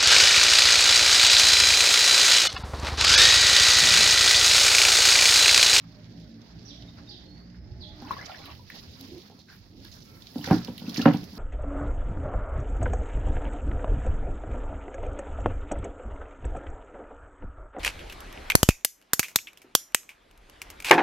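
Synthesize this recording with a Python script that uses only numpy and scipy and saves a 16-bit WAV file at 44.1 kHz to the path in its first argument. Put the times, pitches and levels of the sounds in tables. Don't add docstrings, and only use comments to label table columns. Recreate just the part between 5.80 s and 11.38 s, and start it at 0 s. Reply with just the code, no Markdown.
import sys
import numpy as np
from scipy import signal
from scipy.fft import rfft, irfft, next_fast_len
from scipy.io import wavfile
from scipy.ndimage import uniform_filter1d

SR = 44100
rng = np.random.default_rng(int(sys.argv[2]) if len(sys.argv) > 2 else 0)


def to_wav(s):
    ch = np.atleast_2d(s).T
    pcm = np.round(np.clip(ch, -1, 1) * 32767)
    wavfile.write(sys.argv[1], SR, pcm.astype(np.int16))


N = 246092


def amp(db):
    return 10 ** (np.asarray(db) / 20)


def rms_one(x):
    return x / np.sqrt(np.mean(x ** 2) + 1e-20)


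def in_time(rows):
    s, *columns = np.transpose(rows)
    return [np.interp(np.arange(N) / SR, s, column) for column in columns]


def at_hz(points, hz):
    return np.interp(np.log(hz), np.log(np.array(points)[:, 0]), np.array(points)[:, 1])


def drift(rate):
    r = np.exp(-80 * np.pi * rate / SR)
    noise = rng.standard_normal(N // 40 + 2002)
    slow = signal.lfilter([1], [1, -2 * r, r * r], noise)[2000:]
    return np.interp(np.arange(N) / 40, np.arange(len(slow)), rms_one(slow))


def ring(x, hz, t60):
    r, w = amp(-60 / (t60 * SR)), 2 * np.pi * hz / SR
    return signal.lfilter([0, np.sin(w)], [1, -2 * r * np.cos(w), r * r], x + 1e-18)


def fade(t60, length):
    return amp(-60 * np.arange(int(length * SR)) / SR / t60)


def add(out, s, sound):
    i = int(s * SR)
    out[..., i:i + sound.shape[-1]] += sound[..., :N - i]


def banded(spectrum, patchy_db, flicker, drops_per_s, drop_db):
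    # (frequency [Hz], likeness [-1..1])
    likeness = [(60, 0.84), (180, 0.86), (550, 0.68), (1650, -0.27), (4970, 0.0), (15000, -0.02)]
    hz = np.array(spectrum)[:, 0]
    edges = np.geomspace(hz[0], hz[-1], int(3 * np.log2(hz[-1] / hz[0])) + 1)
    sizes = amp(drop_db + 4.6 * np.minimum(rng.exponential(1, N), 4))
    drops = sizes * (rng.random(N) < drops_per_s / SR)
    white = rng.standard_normal((2, 2, N)) * (1 + drops)
    out, together = 0, drift(flicker)
    for k, (low, high) in enumerate(zip(edges, edges[1:])):
        band = signal.butter(2, [low, high], "band", fs=SR, output="sos")
        mid, side = signal.sosfilt(band, white[k % 2])
        centre = np.sqrt(low * high)
        alike = np.clip(1.52 * at_hz(likeness, centre) - .42, 0, .99)
        gain = amp(at_hz(spectrum, centre) + patchy_db * (together + 0.83 * drift(flicker)))
        out = out + gain * (np.sqrt(1 + alike) * mid + np.sqrt(1 - alike) * side * [[1], [-1]])
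    return rms_one(out)


def echoes(x, t60, gap):
    tail = rng.standard_normal((2, SR // 2)) * fade(t60, .5) * (np.arange(SR // 2) > gap * SR)
    return signal.fftconvolve(x[None], tail / np.sqrt(np.sum(tail ** 2) / 2), axes=1)[:, :N]


def yard():
    # (frequency [Hz], relative density [dB per Hz])
    rumble = [(25, -49), (40, 11.5), (58, -4), (90, 15), (140, -8), (250, -31)]
    rubbing = [(60, -41), (110, -2.5), (200, 2.5), (320, -7.5), (500, -15.5), (900, -24), (1500, -91)]
    # (time [s], rumble level [dB], rubbing level [dB])
    yard_levels = [(0.0, -57, -55.5), (0.6, -58.5, -51), (1.2, -53, -52), (2.2, -45.5, -52.5),
                   (2.3, -49, -50), (2.86, -50, -52.5), (3.31, -50, -47), (3.63, -58.5, -58),
                   (4.0, -48.5, -51.5), (4.52, -57.5, -51), (4.73, -41, -50), (4.97, -56.5, -47),
                   (5.25, -48.5, -40), (5.42, -52, -41.5), (5.58, -56, -52.5)]
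    rumble_db, rub_db = in_time(yard_levels)
    return amp(rumble_db) * banded(rumble, 3.7, 3.8, 0, 0) + amp(rub_db) * banded(rubbing, 1.6, 7.6, 0, 0)


def wash():
    # (low edge [Hz], high edge [Hz], level [dB], end [s])
    low_hz, high_hz, db, end = (1450, 2200, -69, 2.22)
    white = rng.standard_normal((3, int(end * SR)))
    sos = signal.butter(2, [low_hz, high_hz], "band", fs=SR, output="sos")
    band = signal.sosfilt(sos, white[0] + white[1:])
    return np.pad(amp(db) * rms_one(band), ((0, 0), (0, N - band.shape[1])))


def water_levels():
    # (time [s], level [dB])
    flow = [(0.0, -59), (0.6, -62), (0.95, -57), (1.33, -59.5), (1.5, -62), (1.86, -66), (2.05, -60.5),
            (2.2, -57), (2.3, -52), (2.52, -51.5), (2.68, -54), (2.86, -59), (2.95, -48.5), (3.09, -55),
            (3.25, -50), (3.65, -64.5), (3.73, -54.5), (3.89, -65), (4.07, -52.5), (4.21, -61), (4.54, -54),
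            (4.72, -43), (4.82, -52), (4.95, -53), (5.1, -50), (5.19, -43.5), (5.3, -47), (5.47, -56),
            (5.58, -49.5)]
    # (start [s], slosh over the hiss [dB], fine spray over the hiss [dB])
    stages = [(0.0, -4.5, -17.5), (2.221, 2, -12.5), (2.8, -7, -11.5), (4.1, -4.5, -4.5), (4.6, -4.5, -7.5),
              (5.232, -1.5, -7)]
    blend_s = 0.086
    (hiss_db,) = in_time(flow)
    s, *columns = np.transpose(stages)
    now = (np.searchsorted(s, np.arange(N) / SR, side="right") - 1).clip(0)
    slosh_over, spray_over = [uniform_filter1d(column[now], int(blend_s * SR) + 1, mode="nearest")
                              for column in columns]
    return hiss_db + slosh_over, hiss_db, hiss_db + spray_over


def water(slosh_db, hiss_db, spray_db):
    # (frequency [Hz], relative density [dB per Hz])
    slosh = [(250, -43), (500, -0.5), (900, 2), (1500, 0), (2200, -0.5), (3500, -37)]
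    hiss = [(1200, -19), (2200, -0.5), (3200, 2.5), (4700, 7.5), (5800, -3), (7000, -4.5), (8800, -20.5)]
    spray = [(7000, -11), (8500, 16), (10000, -3), (12000, 16), (14000, 7), (17000, 17)]
    return (amp(slosh_db) * banded(slosh, 3.36, 9.7, 110.0, 3.6)
            + amp(hiss_db) * banded(hiss, 1.6, 23.0, 150., 6.5)
            + amp(spray_db) * banded(spray, 1.5, 17.0, 150., 6.4))


def plops(slosh_db):
    sizes = amp(2.5 * np.minimum(rng.exponential(1, N), 3)) * rng.choice([-1, 1], N)
    births_per_s = 500 * amp(1.5 * (slosh_db + 50) + 3 * drift(8))
    born = sizes * (rng.random(N) < births_per_s / SR)
    pitches, dealt = np.geomspace(600, 5500, num=16), rng.integers(0, 16, N)
    rings = []
    for k, hz in enumerate(pitches):
        onset = ring(born * (dealt == k), hz, 1.7 / hz)
        rings.append(ring(onset, hz, 76.0 / hz) * hz ** 1.4)
    left, right = sum(rings[::2]), sum(rings[1::2])
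    both = np.array([left + 0.21 * right, right + 0.5 * left])
    return amp(-58) * rms_one(both * amp(slosh_db))


def engine():
    # (multiple of the firing rate, level [dB])
    orders = [(1, -54), (2, -51.5), (3, -54), (4, -60.5), (5, -58.5), (6, -66.5), (10, -76), (11, -73.5),
              (12, -77.5), (13, -86), (14, -77)]
    # (time [s], lift [dB per four orders])
    load = [(0.0, 0), (.75, 0.5), (1.3, 1), (1.7, -2), (2.2, 3.5)]
    start_hz, rise_hz_per_s, end_s = 54.73, 3.0, 2.22
    t, (load_db,) = np.arange(N) / SR, in_time(load)
    firing_hz = (start_hz + rise_hz_per_s * t) * (1 + 0.01224 * drift(4.83))
    phase = 2 * np.pi * np.cumsum(firing_hz) / SR
    drone = 0
    for k, db in orders:
        level = amp(db + load_db * k / 4 + 5.57 * drift(6.4))
        drone = drone + level * np.sin(k * phase + k * k)
    return drone * (t < end_s)


def splashes():
    # (time [s], relative body level [dB], centre [Hz], t60 [s], relative spray level [dB])
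    splash_rows = [(0.399, -47, 4130, 0.57, -60), (.617, -43, 4660, 0.023, -75),
                   (1.023, -39.5, 3530, 0.091, -66), (1.7438, -46, 1720, 0.16, -83.5),
                   (2.22, -40, 1590, 0.18, -50), (2.3107, -35, 1760, 0.45, -41.5),
                   (2.458, -31.5, 5100, 0.07, -58), (2.516, -33, 2390, 0.27, -66),
                   (2.59, -40, 4400, 0.24, -50), (2.6552, -37, 2600, 0.33, -42.5),
                   (2.7013, -37.5, 2960, 0.17, -49), (2.9008, -29.5, 1940, 0.096, -40.5),
                   (2.95, -40.5, 3540, 0.29, -57), (3.21, -33, 4400, 0.022, -30.5),
                   (3.38, -45.5, 4400, 0.86, -49), (3.591, -48, 5000, 0.35, -69.5),
                   (3.686, -43.5, 1860, 0.62, -61.5), (4.0485, -37.5, 4040, 0.13, -43),
                   (4.116, -40.5, 4920, 0.83, -68), (4.4215, -38, 4330, .1, -84),
                   (4.469, -35, 4210, 0.18, -77), (4.582, -35.5, 4000, .06, -58),
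                   (4.641, -24.5, 1744, 0.16, -42), (4.6424, -28, 4560, 0.25, -36),
                   (4.6733, -24, 1850, 0.26, -37), (4.711, -20.5, 1540, 0.4, -34),
                   (4.73, -33, 4750, 0.5, -63), (4.847, -26.5, 4340, 0.024, -34),
                   (4.874, -36, 3040, 0.088, -63), (4.979, -31, 3400, 0.23, -34.5),
                   (5.094, -30.5, 4400, 0.14, -37.5), (5.143, -29, 4660, 0.16, -50),
                   (5.1608, -23, 2340, 0.17, -35), (5.17, -26.5, 5100, 0.16, -58),
                   (5.217, -24.5, 4230, 0.11, -34), (5.255, -11.5, 1560, 0.23, -65),
                   (5.259, -23.5, 2880, 0.12, -52), (5.335, -30.5, 2800, 0.18, -36),
                   (5.371, -37, 4850, 0.075, -48), (5.433, -39, 3227, 0.057, -55),
                   (5.44, -41, 5300, .1, -41)]
    out, length = np.zeros((2, N)), .3
    top = signal.butter(4, 9000, "high", fs=SR, output="sos")
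    for s, db, hz, t60, spray_db in splash_rows:
        noise = rng.standard_normal((3, int(length * SR)))
        drops = amp(3.4 * np.repeat(rng.standard_normal(60), 256)[:noise.shape[1]])
        drops[:160] = amp(5.5)
        burst = (noise[0] + 1.82 * noise[1:]) * fade(t60, length) * drops
        resonance = signal.butter(2, [hz / 1.367, min(hz * 1.24, 7500)], "band", fs=SR, output="sos")
        body = signal.sosfilt(resonance, burst)
        spray = signal.sosfilt(top, burst * (1 + 3 * fade(0.0017, length)))
        add(out, s, amp(db - 8.5) * body + amp(spray_db - 21) * spray)
    return out


def whistle(s, hz, db):
    t = np.arange(s[0], s[-1], 1 / SR)
    ends = np.clip(np.minimum(t - s[0], s[-1] - t) / 0.0022, 0, 1)
    phase = 2 * np.pi * np.cumsum(np.interp(t, s, hz)) / SR
    return ends * amp(np.interp(t, s, db)) * np.sin(phase)


def chirp(s, hold, top_hz, bottom_hz, db):
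    fall_s, bend = 0.056, 1.9
    loudest, fade_db = 0.3, 25
    done = np.linspace(0, 1, num=12)
    hz = bottom_hz + (top_hz - bottom_hz) * (1 - done) ** bend
    level_db = db - fade_db * (np.r_[0, done] - loudest) ** 2
    return whistle(np.r_[s, s + hold + fall_s * done], np.r_[top_hz, hz], level_db)


def far_calls():
    # (time [s], held at the top [s], top [Hz], bottom [Hz], relative level [dB])
    chirp_rows = [(0.849, 0.02, 5690, 3106, -60), (1.283, 0.0067, 4880, 3054, -56.5),
                  (1.995, 0.00197, 5200, 3240, -56.5)]
    # (time [s], pitch [Hz], relative level [dB])
    slide_points = [(1.445, 4220, -67), (1.5, 4300, -69), (1.6, 4620, -73), (1.68, 4950, -79),
                    (1.78, 5170, -78), (1.95, 5280, -85)]
    # (time [s], relative level at the start [dB])
    peeps = [(.895, -53), (1.078, -52.5), (1.273, -53)]
    # (start [s], end [s], base pitch [Hz], relative level [dB])
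    start, end, hz, db = (4.25, 4.38, 445, -91)
    # (multiple, added level [dB])
    tone_orders = [(1, 4), (2, -2), (3, 13), (4, 2), (5, 9)]
    rasp_db, rasp_hz = 6.5, 300
    far, near = np.zeros((2, N))
    for row in chirp_rows:
        add(far, row[0], chirp(*row))
    for k, order_db in tone_orders:
        add(far, start, whistle([start, end], [k * hz] * 2, [db + order_db] * 2))
    for s, peep_db in peeps:
        add(near, s, whistle([s, s + 0.018], [3760, 3660], [peep_db, peep_db + 4.5]))
    far = far * amp(rasp_db * drift(rasp_hz))
    slide = whistle(*np.transpose(slide_points))
    add(far, slide_points[0][0], slide * amp(3 * drift(60))[:len(slide)])
    return amp(-2) * far + near + echoes(amp(14.0) * far + amp(-5) * near, 0.47, 0.00085)


def touch(hard_db, depth_db):
    # (nominal mode [Hz], relative level [dB], t60 [s])
    modes = [(124.6, -19.5, 0.3), (181.2, -12, 0.15), (245, 7.5, 0.054), (283.8, 1.5, 0.105),
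             (402, -6, 0.094), (474, -23, 0.19), (542, 1, 0.045), (754, 5, 0.026), (925, 3, 0.016),
             (1284, -16.5, 0.067), (1363, -9, 0.042), (1580, -20, 0.06), (2800, -18, 0.049)]
    sink_s, middle_hz = 0.00059, 239
    t = np.arange(300) / SR / sink_s
    pad = t * t * np.exp(-t)
    hard = .06 * rng.standard_normal(int(.19 * SR)) * fade(.14, .19)
    hard[0] += 1
    soft = np.convolve(hard, pad / pad.sum())[:len(hard)]
    rings = 0
    for (hz, mode_db, t60), luck in zip(modes, rng.normal(0, 2.5, len(modes))):
        if hz > 500:
            push = amp(hard_db) * hard
        else:
            push = amp(depth_db * np.log2(middle_hz / max(hz, 180))) * soft
        rings = rings + amp(mode_db + luck) * ring(push, hz * (1 + .012 * luck), t60)
    rings[-2000:] *= np.linspace(1, 0, num=2000)
    return rings


def chair():
    # (time [s], relative level [dB], hardness [dB], strength of the rebounds [dB],
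    #  depth: gain toward the low modes [dB per octave])
    thumps = [(2.222, -30.5, -13, 0.5, 4), (3.5, -41.5, -7, 8.5, -9), (4.558, -20, -16.5, 1, -6),
              (4.59, -26, -15.5, -10, -8), (4.674, -20, -11.5, 8, 0), (4.703, -27.5, 0, -12, 0),
              (4.7105, -1.5, -15.5, -17, 6), (4.727, -7, -40, -9.5, 14), (4.763, -17.5, -16.5, -5.5, 10),
              (4.883, -18.5, -18, -23, -5), (5.019, -29.5, -16, 7.5, 13), (5.079, -23.5, -28, -12, -0.5),
              (5.18, -16, -20, -16, -7), (5.198, -19.5, -18, -4, -2), (5.2574, -2, -10.5, -8, 0),
              (5.2612, -3.5, -11, -9.5, 4), (5.299, -13, -13.5, -10, 17), (5.343, -19, -14.5, 0, 11),
              (5.528, -32, -37, -2, -2), (5.572, -30.5, -14, -10, -5)]
    # (delay after the landing [s], relative level [dB])
    rebounds = [(0.0202, -7.5), (.048, -17.5), (.086, -12)]
    rebound_softer_db = 7.5
    out = np.zeros(N)
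    touches = [(s, db, hard_db, depth_db) for s, db, hard_db, _, depth_db in thumps]
    for s, db, hard_db, again_db, depth_db in thumps:
        for lag, loss_db in rebounds:
            touches.append((s + lag, db + again_db + loss_db, hard_db - rebound_softer_db, depth_db))
    for s, db, hard_db, depth_db in touches:
        add(out, min(s, N / SR - .001), amp(db - 6.0) * touch(hard_db, depth_db))
    dulled = signal.lfilter([.3], [1, -.7], out)
    out = signal.sosfilt(signal.butter(4, 135, "high", fs=SR, output="sos"), dulled)
    return (out + amp(-19.5) * echoes(out, 0.15, 0.01)) * amp([[.6], [-.6]])


def gurgles_and_rushes():
    # (start [s], end [s], centre [Hz], relative level [dB])
    swell_rows = [(3.16, 3.33, 269, -47.5), (3.274, 3.42, 350, -41.5), (3.871, 4.133, 308, -50),
                  (2.235, 2.348, 317, -47), (2.58, 2.713, 282, -47.5), (2.656, 2.739, 1130, -50.5),
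                  (2.40, 2.47, 2070, -49), (2.474, 2.526, 1370, -46), (2.597, 2.687, 4050, -55),
                  (3.56, 3.644, 4200, -57), (3.655, 3.782, 1550, -56), (5.164, 5.191, 4970, -33.5)]
    out = np.zeros(N)
    for start, end, hz, db in swell_rows:
        swell = np.hanning(int((end - start) * SR))
        resonant_noise = rms_one(ring(rng.standard_normal(len(swell)), hz, 26.5 / hz))
        add(out, start, amp(db) * swell * resonant_noise)
    return out


def bubbles():
    # (time [s], relative level [dB], starting pitch [Hz])
    bubble_rows = [(2.25, -34.5, 997), (2.26, -44, 4200), (2.269, -39, 856), (2.269, -29, 4570),
                   (2.308, -16, 1063), (2.324, -23.5, 3720), (2.366, -25.5, 1097), (2.39, -25, 1690),
                   (2.411, -26.5, 1990), (2.429, -31, 1930), (2.46, -24, 4800), (2.461, -32, 5600),
                   (2.495, -28, 756), (2.516, -26, 3460), (2.519, -30.5, 716), (2.545, -29.5, 1740),
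                   (2.59, -41.5, 487), (2.657, -22, 3950), (2.66, -37, 1180), (2.70, -34, 2750),
                   (2.794, -41, 950), (2.901, -34, 1930), (2.92, -32, 1860), (3.701, -38, 1510),
                   (4.049, -40.5, 1610), (4.613, -24.5, 3000), (4.642, -25.5, 1500), (4.743, -33, 5100),
                   (4.875, -27.5, 3000), (5.065, -28, 2630), (5.193, -22, 1740), (5.214, -19.5, 2800),
                   (5.223, -25, 1340), (5.335, -29, 2880)]
    rise_s, big_rise_s, big_db = 0.0026, 0.00056, -22
    out, t = np.zeros(N), np.arange(int(.15 * SR)) / SR
    for s, db, hz in bubble_rows:
        onset = 1 - np.exp(-t / (big_rise_s if db > big_db else rise_s))
        shape = fade(23.6 / hz ** .97, .15) * onset
        add(out, s, amp(db + 1.5) * shape * np.sin(2 * np.pi * hz * (t + 1.0 * t * t)))
    return (out + amp(-1.5) * echoes(out, 0.12, 0.0016)) * amp([[2.5], [-2.5]])


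def scene():
    slosh_db, hiss_db, spray_db = water_levels()
    background = yard() + wash() + engine() + far_calls()
    flowing = water(slosh_db, hiss_db, spray_db) + plops(slosh_db)
    return background + flowing + splashes() + chair() + gurgles_and_rushes() + bubbles()


def record(dry):
    # (frequency [Hz], left minus right [dB])
    ports = [(60, -3), (120, -2), (240, -1.5), (480, -8), (950, -2.5), (1890, 0.5), (3770, -8),
             (7520, -9.5), (15000, 1.5)]
    # (frequency [Hz], gain [dB])
    mic_dip = [(6000, -1.5), (7300, -7), (8300, -19), (9300, -9), (11000, 0)]
    cutoff_hz = 15850
    size = next_fast_len(N + SR // 4)
    hz = np.arange(size // 2 + 1) * SR / size + 1
    tilt_db = at_hz(ports, hz) / 2
    response = amp(at_hz(mic_dip, hz) + [tilt_db, -tilt_db])
    ported = irfft(rfft(dry, size) * response, size)[:, :N]
    rounded = 1.2 * np.tanh(ported / 1.2)
    return signal.sosfilt(signal.ellip(9, .5, 65, cutoff_hz, fs=SR, output="sos"), rounded)


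dry = scene()
out = record(dry)
to_wav(out)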